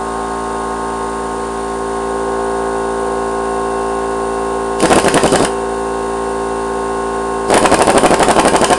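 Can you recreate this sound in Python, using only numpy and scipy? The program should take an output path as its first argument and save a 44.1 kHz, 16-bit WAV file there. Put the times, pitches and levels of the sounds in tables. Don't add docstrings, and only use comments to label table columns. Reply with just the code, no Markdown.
import sys
import numpy as np
from scipy import signal
from scipy.fft import rfft, irfft, next_fast_len
from scipy.io import wavfile
from scipy.ndimage import uniform_filter1d, map_coordinates

SR = 44100
rng = np.random.default_rng(int(sys.argv[2]) if len(sys.argv) > 2 else 0)


def output_pcm(signal):
    pcm = np.clip(np.atleast_2d(signal).T, -1, 1) * 32767
    wavfile.write(sys.argv[1], SR, np.round(pcm).astype(np.int16))


N = 387191
T = np.arange(N) / SR
SHAFT_HZ = 56.385

# hammer blow t/s, wind-up before it t/s, relative blow level/dB
STROKES = [(4.856, 0.029, -4), (4.929, 0.027, -3), (4.986, 0.028, -2), (5.083, 0.038, -2),
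           (5.175, 0.033, -8), (5.262, 0.027, -8), (5.357, 0.035, -2), (5.448, 0.051, -3),
           (7.541, 0.038, 3.5), (7.577, .023, 0), (7.659, 0.031, -3), (7.743, .027, 1), (7.821, .031, -2),
           (7.901, .029, -3.5), (7.980, .031, 0), (8.061, 0.027, -1), (8.142, .035, -4), (8.229, 0.034, -1),
           (8.311, 0.026, -1), (8.396, 0.032, -2), (8.481, 0.03, 1), (8.563, .028, -2.5),
           (8.644, .030, 4.5), (8.730, 0.028, -1)]
# start t/s, end t/s, relative throttle hiss level/dB, puff pitch at top speed f/Hz,
# relative puff level/dB, relative socket knock level/dB
PULLS = [(4.792, 5.465, -25, 530, 6, -5.5), (7.478, 8.79, -29, 617, 7.5, -8)]


def undb(db):
    return 10 ** (np.asarray(db) / 20)


def unit(x):
    return x / np.sqrt(np.mean(x ** 2))


def curves(table):
    s, *columns = np.transpose(table)
    return [np.interp(T, s, column) for column in columns]


def add(track, s, sound):
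    i = int(s * SR)
    track[i:i + len(sound)] += sound[:max(N - i, 0)]


def colour(x, points, peaks=()):
    size = 2 * next_fast_len(len(x) // 2 + 4096)
    f = np.fft.rfftfreq(size, 1 / SR)
    hz, db = np.transpose(points)
    power = undb(np.interp(np.log(f + 1), np.log(hz), db)) ** 2
    for centre, width, peak_db in peaks:
        power = power + undb(peak_db) ** 2 / (1 + ((f - centre) / width) ** 2) ** 2
    cepstrum = irfft(np.log(power) / 2)
    cepstrum[1:size // 2] *= 2
    cepstrum[size // 2 + 1:] = 0
    response = np.exp(rfft(cepstrum))
    return irfft(rfft(x, size) * response)[:len(x)]


def walk(rate):
    knots = rng.standard_normal(int(N / SR * rate) + 2)
    return np.interp(T * rate, np.arange(len(knots)), knots)


def fade(t, t60):
    return undb(-60 * t / t60)


def pull_at(s):
    return [pull for pull in PULLS if pull[0] < s][-1]


def motor(speed_up=1.893, swell=0.49, glide=0.53, cycles=0.43, skew=0.14, scatter_db=3.0,
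          rush_db=-27, rush_t60=0.027, leak_db=-35, first_db=-12):
    # f/Hz, level/dB
    port = [(20, -1.5), (60, 2.5), (110, -2.5), (180, 1), (300, 0), (480, -3), (750, 1), (1300, 1.5),
            (3000, -4)]
    # f/Hz, level/dB
    exhaust = [(40, 14), (150, 8), (400, 1), (1000, 20.5), (1900, 8), (2800, 2.5), (4000, 3), (6500, -6),
               (9300, 3), (12000, -17)]
    usual_wind_up_s, haste = 0.026, 1.14
    vane_gap_s, lead_s, first_s = .0068, .0015, .011
    puffs, flow, leak = np.zeros(N), np.zeros(N), np.zeros(N)
    t = np.arange(-SR // 200, SR // 25) / SR
    for blow, wind_up, _ in STROKES:
        _, _, _, puff_hz, puff_db, _ = pull_at(blow)
        push = undb(puff_db) * (usual_wind_up_s / wind_up) ** haste
        start, span = blow - wind_up, wind_up - lead_s
        count = int(round(span / vane_gap_s)) + 1
        speeds = np.sqrt(np.linspace(1 / speed_up ** 2, 1, count))
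        times = start + span * (speeds - speeds[0]) / (1 - speeds[0])
        vanes = [(start - first_s, speeds[0], first_db)]
        vanes += [(s, speed, 0) for s, speed in zip(times, speeds)]
        chance = rng.standard_normal((12, 3))
        for (s, speed, db), (late, loud, sharp) in zip(vanes, chance):
            s = s + 0.00032 * late + t[0]
            size = push * undb(db + scatter_db * loud) * speed ** swell
            phase = t * puff_hz * speed ** glide * (1 + sharp / 12)
            puff = -np.cos(2 * np.pi * phase + skew) * np.exp(-(phase / cycles) ** 2)
            add(puffs, s, size * puff)
            add(flow, s, size * (t > 0) * fade(np.abs(t), rush_t60))
        leak[(T > start) & (T < blow + .035)] = 1
    air = (undb(rush_db) * flow + undb(leak_db) * leak) * rng.standard_normal(N)
    return colour(puffs, port) + colour(air, exhaust)


def hammer(tick_db=-1, tick_t60=0.018, clank_db=-1, clank_t60=0.043, knock_t60=0.016, rattle_db=-6,
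           rattle_s=.05, ring_db=-29, grit_db=0.5, vary_db=2.5):
    # f/Hz, level/dB
    steel = [(200, 0.5), (600, 6.5), (1500, -12), (2900, 1), (3800, -6.5), (4900, -1.5), (6300, -6),
             (8000, 0.5), (9300, 4.5), (10500, 1.5), (12000, -2.5)]
    # f/Hz, time to fall 60 dB t/s, relative level/dB
    rings = [(3070, 0.093, 8), (4810, 0.061, 2.5), (5130, .13, -12), (7700, .07, -11), (9700, .06, 9),
             (10100, .05, -4)]
    # f/Hz, level/dB
    case_tone = [(100, -23), (300, 7), (700, 7.5), (1250, -2), (1620, 5), (2050, -3.5), (2750, -1),
                 (3400, -10.5), (4200, -12), (6000, -14.5), (12000, -12)]
    seating_s, seating_db = 4.804, -6.5
    t = np.arange(SR // 5) / SR
    anvil, case = np.zeros(N), np.zeros(N)
    for blow, wind_up, db in STROKES:
        clank_size, knock_size, rattle_size = undb(vary_db * rng.standard_normal(3))
        add(anvil, blow, undb(tick_db + db) * fade(t, tick_t60))
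        add(case, blow, undb(clank_db) * clank_size * fade(t, clank_t60))
        *_, knock_db = pull_at(blow)
        knock = undb(knock_db) * fade(t, knock_t60)
        start = blow - wind_up
        add(anvil, start, knock_size * knock)
        add(anvil, start + rattle_s * rng.random(), undb(rattle_db) * rattle_size * knock)
    add(anvil, seating_s, undb(seating_db) * fade(t, knock_t60))
    contacts = unit(undb(grit_db * walk(1200)))
    chatter = anvil * contacts * rng.standard_normal(N)
    clank = colour(case * contacts * rng.standard_normal(N), case_tone)
    ring = sum(undb(db) * np.sin(2 * np.pi * hz * t) * fade(t, t60) for hz, t60, db in rings)
    ringing = signal.fftconvolve(chatter, ring / 10)[:N]
    return clank + colour(chatter, steel) + undb(ring_db) * ringing


def throttle():
    # f/Hz, level/dB
    valve_tone = [(100, -30), (3500, -4), (4500, -1), (5000, 5.5), (5600, -3.5), (8000, -0.5), (10500, 2),
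                  (12500, -29)]
    opening = sum(undb(db) * ((T > start) & (T < end)) for start, end, db, *_ in PULLS)
    opening = uniform_filter1d(opening, size=600)
    return colour(opening * rng.standard_normal(N), valve_tone)


def garage(x, t60=0.28, wet_db=-12, first_s=0.0061, sparse_db=2, shift_rate=1.7):
    # f/Hz, level/dB
    walls = [(60, -32), (200, -1), (450, -2.5), (700, -2.5), (1100, 2.5), (2000, 4.5), (3000, 4.5),
             (5000, 1.5), (10000, 2.5), (13000, -4)]
    t = np.arange(SR // 2) / SR
    out = 0
    for weight in (np.cos, np.sin):
        tail = rng.standard_normal(len(t)) * undb(sparse_db * rng.standard_normal(len(t)))
        tail *= fade(t, t60) * np.clip(t / first_s - 1, 0, 1)
        tail /= np.sqrt(np.sum(tail ** 2))
        out = out + signal.fftconvolve(x * weight(2 * np.pi * shift_rate * T), tail)[:N]
    return undb(wet_db) * colour(out, walls)


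def compressor(repeat=0.47, throb=0.084, draught_throb=0.15):
    # f/Hz, level/dB per Hz
    draught_tone = [(20, -88), (100, -76.5), (250, -72), (400, -65), (620, -66.5), (900, -65),
                    (1250, -72.5), (1550, -65.5), (2000, -84.5), (3000, -79), (12000, -130)]
    # f/Hz, width f/Hz, level/dB per Hz
    intake = [(486.3, 6, -46.5), (748, 23, -53.5), (800, 25, -54), (1049, 33, -60)]
    # f/Hz, level/dB per Hz
    valves = [(800, -100), (1900, -71.5), (2400, -81), (2900, -79.5), (3300, -81), (4500, -78.5),
              (5700, -80.5), (7600, -76), (9600, -76), (11000, -78.5), (11900, -82.5), (12500, -120)]
    # f/Hz, width f/Hz, level/dB per Hz
    reeds = [(2800, 110, -78), (3682, 73, -72.5), (4340, 74, -77), (6900, 66, -81), (8790, 32, -62.5),
             (9050, 160, -67)]
    # t/s, level before flicker/dB
    whistle_level = [(0, -55), (3, -50), (3.5, -44.5), (8.78, -46)]
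    whistle_order = 48
    turns = SHAFT_HZ * T + walk(9) / 1000
    cycle = np.cos(2 * np.pi * turns)
    per_hz = np.sqrt(SR / 2)
    one_turn = unit(irfft(np.exp(2j * np.pi * rng.random(int(SR / SHAFT_HZ / 2)))))
    rattle = map_coordinates(one_turn, [turns % 1 * len(one_turn)], order=5, mode="grid-wrap")
    share = np.clip(repeat, 0, 1)
    hiss = np.sqrt(share) * rattle + np.sqrt(1 - share) * rng.standard_normal(N)
    hiss *= 1 + throb * cycle
    draught = rng.standard_normal(N) * (1 + draught_throb * cycle)
    whistle_gain = undb(curves(whistle_level)[0] + 1.3 * walk(14))
    whistle = whistle_gain * np.sin(2 * np.pi * whistle_order * turns)
    air = colour(hiss, valves, reeds) + colour(draught, draught_tone, intake)
    return hum(turns) + whistle + per_hz * air


def hum(turns, waver_db=.5, drift_db=0.85, drift_rate=1.114, shadow_hz=600, diffuse_hz=420):
    # multiple of the shaft rate, level before changes/dB
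    harmonics = [(1, -34.5), (2, -42.5), (3, -39.5), (4, -31), (5, -30.5), (6, -35), (7, -20), (8, -32),
                 (9, -27), (10, -42), (11, -41), (12, -33), (13, -29), (14, -35), (15, -35), (16, -29.5),
                 (17, -34), (18, -47), (19, -26.5), (20, -39), (21, -46.5), (22, -40.5), (23, -46),
                 (24, -45.5), (25, -57), (26, -35.5), (27, -44.7), (28, -52), (29, -43), (30, -49.5)]
    # multiple of the shaft rate, change at full lean level/dB
    shadow = [(5, -1), (6, -1.5), (7, -4.5), (8, -3.5), (9, -9), (11, 6.5), (12, -10.5), (14, -17),
              (22, 6.5), (26, -2)]
    # t/s, share 0-1
    lean_in = [(0, 1), (1.3, 0.92), (2.3, 0.02), (4.3, 0), (5.6, 0.14), (8.78, 0.28)]
    # t/s, level/dB
    hum_swell = [(0, 0.5), (1, 0.5), (1.6, -1.5), (2.4, 2), (4.2, 0.5), (5.6, -0.1), (8.78, 0.5)]
    lean, = curves(lean_in)
    swell_db, = curves(hum_swell)
    out = 0
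    for k, (_, db) in enumerate(harmonics, 1):
        hz = k * SHAFT_HZ
        shadow_db = sum(change for multiple, change in shadow if round(multiple) == k)
        short = min(hz / shadow_hz, 1) ** 2
        moving_db = swell_db + drift_db * walk(drift_rate) + waver_db * walk(25)
        gain = undb(db + lean * shadow_db + short * moving_db)
        lag = rng.random() * min(hz / diffuse_hz, 1) ** 4
        out = out + gain * np.sin(2 * np.pi * (k * turns + lag))
    return out


def scene():
    wrench = motor() + hammer() + throttle()
    return (wrench + garage(wrench) + compressor())[None]


def record(dry):
    # f/Hz, level/dB
    camera = [(20, 2), (9000, -1), (10000, -2), (11000, -9), (12000, -16.5), (13000, -21), (14000, -27),
              (15500, -27)]
    rail, knee, top_hz = .71, 12, 16200
    fine = signal.resample_poly(dry[0], 2, 1)
    flattened = fine / (1 + np.abs(fine / rail) ** knee) ** (1 / knee)
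    clipped = signal.resample_poly(flattened, 1, 2)
    size = 2 * next_fast_len(N // 2 + 4096)
    response = undb(np.interp(np.fft.rfftfreq(size, 1 / SR), *np.transpose(camera)))
    toned = irfft(rfft(clipped, size) * response)[:N]
    top = signal.ellip(8, .1, 50, top_hz, fs=SR, output="sos")
    return signal.sosfiltfilt(top, toned)[None]


dry = scene()
out = record(dry)
output_pcm(out)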